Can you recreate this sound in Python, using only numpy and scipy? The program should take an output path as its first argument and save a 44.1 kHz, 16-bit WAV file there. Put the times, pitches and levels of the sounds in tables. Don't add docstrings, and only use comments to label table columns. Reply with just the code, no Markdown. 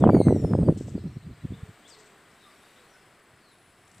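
import sys
import numpy as np
from scipy import signal
from scipy.fft import rfft, irfft
from scipy.io import wavfile
from scipy.ndimage import uniform_filter1d, minimum_filter1d

SR = 44100
rng = np.random.default_rng(int(sys.argv[2]) if len(sys.argv) > 2 else 0)


def file_out(sig):
    cols = np.atleast_2d(sig).T
    lim = np.clip(cols, -1, 1)
    pcm = np.round(lim * 32767).astype(np.int16)
    wavfile.write(sys.argv[1], SR, pcm)


N = 176400
T = np.arange(N) / SR

# frequency in Hz, relative spectral density in dB.
AIR_SPECTRUM = [(30, -6.5), (110, -1), (170, 2.5), (280, 0.5), (380, 3.5), (530, -2.5), (700, 1.5),
                (850, -4), (1100, -0.5), (2000, -3), (2800, -8.5), (4600, -15), (5500, -21.5),
                (6500, -21.5), (7400, -19), (8200, -14), (9000, -21), (9800, -24), (16000, -24)]
# time in seconds, level in dB.
AIR_LEVEL = [(0, -59), (1.2, -59.5), (1.6, -55.5), (2.3, -57), (2.8, -57), (3.2, -58.5), (3.7, -60),
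             (4, -59.5)]
# time in seconds, treble gain in dB.
LEAF_GAIN = [(0, 3), (.9, 2.5), (1.25, 0), (2.2, -1), (2.7, 1), (3.2, -1.5), (4, 0.5)]
# start in seconds, end in seconds.
TWITTER_BOUTS = [(.92, 1.42), (2.3, 2.9)]
# start and length in seconds, first and last pitch in Hz, level in dB.
MOANS = [(1.42, 0.31, 540, 394, -58.5), (1.8, 0.41, 477.7, 385.4, -59), (2.72, 0.205, 536, 441, -61.5)]
# time in seconds, pitch in Hz, relative level in dB.
THIN_NOTE = [(2.08, 11200, -86), (2.38, 10580, -77.5), (2.5, 11080, -73), (2.74, 11070, -77),
             (2.89, 10300, -78.5), (3.37, 10270, -78), (3.59, 10930, -76.5), (3.7, 10240, -74.5),
             (3.82, 10860, -77), (4, 10540, -75.5)]
# time in seconds, level in dB.
WHINE_LEVEL = [(2.2, -100), (2.4, -81), (3.1, -79), (4, -86)]
# start and length in seconds, first and last pitch in Hz, level in dB.
CHIRPS = [(.0, 0.098, 3960, 2370, -52.5), (.19, 0.058, 4140, 3850, -51), (.96, 0.066, 4840, 3550, -62.5),
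          (1.525, 0.035, 3670, 3640, -55.5), (1.84, 0.044, 2910, 4050, -54),
          (1.89, .072, 5870, 3600, -53.5), (2.42, 0.047, 3940, 3500, -56.5),
          (2.43, 0.078, 1212, 1153, -54.5), (2.92, 0.066, 1540, 1480, -57.5),
          (3.39, 0.19, 4950, 3375, -65.5)]
# start and length in seconds, level in dB.
RASPS = [(0, 0.013, -57.5), (0.773, 0.021, -55.5), (0.799, 0.039, -63), (0.872, 0.032, -61),
         (1.877, 0.03, -58.5), (1.91, 0.044, -68), (1.986, 0.027, -62), (2.055, .025, -66)]
# frequency in Hz, relative spectral density in dB.
CHATTER_SPECTRUM = [(2000, -28), (3200, -4.5), (4500, -10.5), (5400, -6), (6500, -9), (8150, -1),
                    (9200, -19.5), (15000, -30)]
# start in seconds, level in dB.
BILL_CLICKS = [(3.879, -60.5), (3.915, -58), (3.946, -60), (3.981, -54.5)]
# time in seconds, fundamental in Hz, level in dB before harmonic gains.
WHISTLE = [(.08, 2360, -72), (.125, 2300, -57), (.235, 2125, -55), (.32, 1960, -60), (.42, 1790, -60),
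           (.53, 1710, -64), (.6, 1630, -68), (.78, 1420, -76)]
# frequency in Hz, gain in dB.
WHISTLE_TIMBRE = [(1600, -8), (2200, 2), (3500, -15), (4100, -6), (4550, 4), (4900, -2), (5600, 1),
                  (6500, -15), (7200, -6), (8500, 0), (9300, -16), (10500, -11), (12000, -17), (15500, -25)]
# time in seconds, pitch in Hz, level in dB.
WHISTLE_TAIL = [(.52, 8500, -69), (.7, 8780, -68), (.78, 8850, -72)]
# time in seconds, relative level in dB.
GUST_PRESSURE = [(0, -19.5), (.15, -30.5), (.235, -33), (.32, -25.5), (.42, -30), (.62, -30), (.71, -33.5),
                 (.75, -38.5), (1.05, -39), (1.22, -55), (1.4, -57), (1.57, -45.5), (1.68, -66),
                 (1.78, -75), (2.8, -87), (3.2, -72.5), (4, -66.5)]
# centre in seconds, relative level in dB, half length in seconds.
PUFFS = [(0.076, -20.5, 0.027), (0.159, -17.5, 0.022), (0.278, -15, .016), (0.445, -19, 0.0075),
         (0.534, -29.5, 0.024), (0.621, -25, 0.022), (0.688, -15, 0.015), (0.767, -33, 0.0077),
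         (0.957, -27.5, 0.0063), (1.062, -35, 0.014), (1.169, -34.5, .01), (1.286, -40.5, .041),
         (1.448, -34, .012), (1.522, -38.5, 0.022), (1.695, -42.5, 0.012), (3.071, -63, 0.017),
         (3.34, -62.5, 0.03), (3.99, -58, .04)]
# frequency in Hz, relative spectral density in dB.
BUFFET_SPECTRUM = [(40, -13), (110, 3), (200, 1.5), (320, -1.5), (700, -17), (1050, -31.5), (2000, -43),
                   (3500, -63.5), (8000, -110)]
# centre in seconds, envelope peak in dB, pitch in Hz.
EDDIES = [(0.0401, -2, 590), (0.054, -14, 407), (0.067, 8, 270), (0.074, -14, 653), (.092, -5, 543),
          (.097, -9, 700), (.104, -7.5, 360), (.134, -6.5, 300), (0.168, -9, 400), (.204, -3, 290),
          (.214, -7, 386), (.270, -5, 189), (0.2816, -16.5, 384), (0.2846, -18, 890), (0.308, -10.5, 380),
          (.326, -5, 306), (0.364, -12.5, 302), (0.449, -12.5, 337), (.536, -17, 750), (.552, -9.5, 372),
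          (.589, -11.5, 285), (.687, -12.5, 510), (.695, -6, 232.5), (0.725, -16.5, 250), (0.811, -20, 247),
          (.884, -29.5, 375), (.980, -22.5, 286), (1.453, -18.5, 137), (1.508, -24, 124), (1.523, -25, 167),
          (1.635, -27, 96)]
# frequency in Hz, lean in dB.
LEFT_LEAN = [(100, -.3), (600, -.8), (1300, 0), (2400, 2.5), (4400, 5), (8400, 10), (10500, 0)]


def from_db(db):
    return 10 ** (np.asarray(db) / 20)


def unit_power(x):
    return x / np.sqrt(np.mean(x ** 2) + 1e-20)


def in_time(rows):
    times, *columns = np.transpose(rows)
    return [np.interp(T, times, column) for column in columns]


def at_hz(spectrum, hz):
    frequencies, db = np.transpose(spectrum)
    return np.interp(np.log(np.maximum(hz, 1)), np.log(frequencies), db)


def colour(x, spectrum, share=1):
    hz = np.arange(N + 1) * SR / (2 * N)
    return irfft(rfft(x, 2 * N) * from_db(share * at_hz(spectrum, hz)))[:N]


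def high_pass(x, hz):
    return signal.sosfilt(signal.butter(2, hz, "high", fs=SR, output="sos"), x)


def drift(rate_hz):
    step = 40
    pole = np.exp(-2 * np.pi * rate_hz * step / SR)
    slow = signal.lfilter([1], [1, -2 * pole, pole * pole], rng.standard_normal(N // step + 2002))[2000:]
    return np.interp(np.arange(N) / step, np.arange(len(slow)), unit_power(slow))


def noise_bands(spectrum, low_hz, count):
    whole = rfft(unit_power(colour(rng.standard_normal(N), spectrum)))
    hz = np.maximum(np.arange(len(whole)) * SR / N, 1)
    place = np.clip(2 * np.log2(hz / low_hz), 0, count - 1)
    return [(low_hz * 2 ** (k / 2), irfft(whole * np.maximum(1 - abs(place - k), 0), N))
            for k in range(count)]


def held_note(rows, waver=.0025):
    hz, db = in_time(rows)
    hz = hz * (1 + waver * drift(56))
    gate = np.clip(np.minimum(T - rows[0][0], rows[-1][0] - T) / .024, 0, 1)
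    return hz, 2 * np.pi * np.cumsum(hz) / SR, from_db(db) * gate


def glides(rows, quaver=.025):
    out, wobble = np.zeros(N), 1 + quaver * drift(100)
    for start, length, first_hz, last_hz, db in rows:
        on = (T >= start) & (T < start + length)
        progress = (T[on] - start) / length
        hz = first_hz * (last_hz / first_hz) ** progress * wobble[on]
        out[on] += from_db(db) * np.sin(np.pi * progress) * np.sin(2 * np.pi * np.cumsum(hz) / SR)
    return out


def garden_echoes(x, echo_db, t60_s=.38, echoes_per_s=600):
    t = T[:SR // 2]
    echoes = rng.standard_normal(len(t)) * (rng.random(len(t)) < echoes_per_s / SR)
    echoes *= (t > .008) * from_db(-60 * t / t60_s)
    reflected = signal.fftconvolve(x, echoes / np.linalg.norm(echoes))[:N]
    return (x + from_db(echo_db) * reflected) / np.hypot(1, from_db(echo_db))


def air_and_trees(leaves_above_hz=2500):
    level_db, = in_time(AIR_LEVEL)
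    leaves_db, = in_time(LEAF_GAIN)
    bands = noise_bands(AIR_SPECTRUM, 60, count=17)
    return from_db(level_db) * sum(band * from_db(leaves_db * (hz > leaves_above_hz))
                                   for hz, band in bands)


def far_twitter(low_hz=3400, high_hz=5700, notes_per_s=22):
    slots = np.concatenate([np.arange(start, end, 1 / notes_per_s) for start, end in TWITTER_BOUTS])
    late, height, slur = rng.random((len(slots), 3)).T
    first_hz = low_hz * (high_hz / low_hz) ** height
    last_hz = first_hz * 2 ** ((slur - .5) / 2)
    return glides(zip(slots + late / notes_per_s, .035 * (.5 + late), first_hz, last_hz, -64 - 5 * height))


def low_moans():
    return glides(MOANS, quaver=.02)


def thin_note(boost_db=3, flutter_db=4):
    _, phase, gain = held_note(THIN_NOTE)
    thin = gain * from_db(boost_db + flutter_db * drift(26)) * np.sin(phase)
    whine_gain = (gain > 0) * from_db(in_time(WHINE_LEVEL)[0] + flutter_db * drift(17))
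    return thin + whine_gain * np.sin(phase / 2 + drift(60))


def bird_chatter(buzz_hz=210, buzz_depth=.38, edge_s=.005, click_decay_s=.0037):
    rasps = sum(from_db(db) * np.clip(np.minimum(T - start, start + length - T) / edge_s + .5, 0, 1)
                for start, length, db in RASPS)
    buzz = 1 + buzz_depth * np.sin(2 * np.pi * np.cumsum(buzz_hz * (1 + .22 * drift(50))) / SR)
    clicks = sum(from_db(db) * (T >= start) * np.exp(-abs(T - start) / click_decay_s)
                 for start, db in BILL_CLICKS)
    return (rasps * buzz + clicks) * unit_power(colour(rng.standard_normal(N), CHATTER_SPECTRUM))


def bird_whistle(flutter_db=4, dulls_from_s=.45):
    hz, phase, gain = held_note(WHISTLE)
    dulling_db = 12 * np.maximum(T - dulls_from_s, 0)
    harmonics = np.zeros(N)
    for k in range(1, 9):
        db = at_hz(WHISTLE_TIMBRE, k * hz) - dulling_db * max(k - 4, 0) + flutter_db * drift(25)
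        harmonics += np.sin(k * phase) * from_db(db)
    _, tail_phase, tail_gain = held_note(WHISTLE_TAIL)
    return gain * harmonics + tail_gain * np.sin(tail_phase)


def gust_buffeting(full_force_db=-17, knee_hz=125, lump_rate_hz=76):
    gust_db, = in_time(GUST_PRESSURE)
    puffs = sum(from_db(db) * np.exp(-((T - centre) / half) ** 2) for centre, db, half in PUFFS)
    force_db = 20 * np.log10(from_db(gust_db) + puffs) - full_force_db
    bands = noise_bands(BUFFET_SPECTRUM, 30, count=16)
    power = sum(band for _, band in bands) ** 2
    envelope = np.sqrt(signal.fftconvolve(power, np.hanning(SR // 40) / (SR // 80), "same") + 1e-3)
    lumps_db = 3 * np.tanh(drift(lump_rate_hz))
    tilt_db_per_octave = .19 * force_db + .5 * lumps_db - 3.5 * T
    out = np.zeros(N)
    for hz, band in bands:
        octaves = max(np.log2(hz / knee_hz), 0)
        patchy_db = drift(10)
        out += band * from_db(lumps_db + octaves * tilt_db_per_octave + patchy_db)
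    pressure = from_db(force_db - 13) * out / envelope * np.minimum(T / .011, 1)
    return high_pass(pressure, hz=44.2)


def eddy_slaps(roundness=3.6):
    out = np.zeros(N)
    for (centre, db, hz), skew in zip(EDDIES, rng.normal(0, .48, len(EDDIES))):
        on = abs(T - centre) < .05
        phase = 2 * np.pi * hz * (T[on] - centre)
        pulse = np.exp(1j * skew) / (1 - 1j * phase / roundness) ** (roundness + 1)
        out[on] += from_db(db) * pulse.real
    return out


def scene(near_above_db=-56):
    wind = gust_buffeting() + eddy_slaps() + air_and_trees()
    side = from_db(-29.5) * high_pass(air_and_trees(), hz=2200)
    loud_chirps = [row for row in CHIRPS if row[-1] > near_above_db]
    faint_chirps = [row for row in CHIRPS if row[-1] <= near_above_db]
    near = glides(loud_chirps) + bird_whistle() + thin_note() + bird_chatter() + low_moans()
    far = glides(faint_chirps) + far_twitter()
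    mid = wind + garden_echoes(near, echo_db=-4.5) + garden_echoes(far, echo_db=-2)
    return np.array([colour(mid, LEFT_LEAN, .8) + side, colour(mid, LEFT_LEAN, -.17) - side])


def record(dry, ceiling=.97, stopband_hz=16500):
    overload = np.maximum(abs(dry).max(axis=0) / ceiling, 1)
    gain = minimum_filter1d(1 / overload, size=301)
    gain = uniform_filter1d(uniform_filter1d(gain, size=151), size=151)
    return signal.sosfilt(signal.cheby2(12, 70, stopband_hz, fs=SR, output="sos"), dry * gain)


dry = scene()
out = record(dry)
file_out(out)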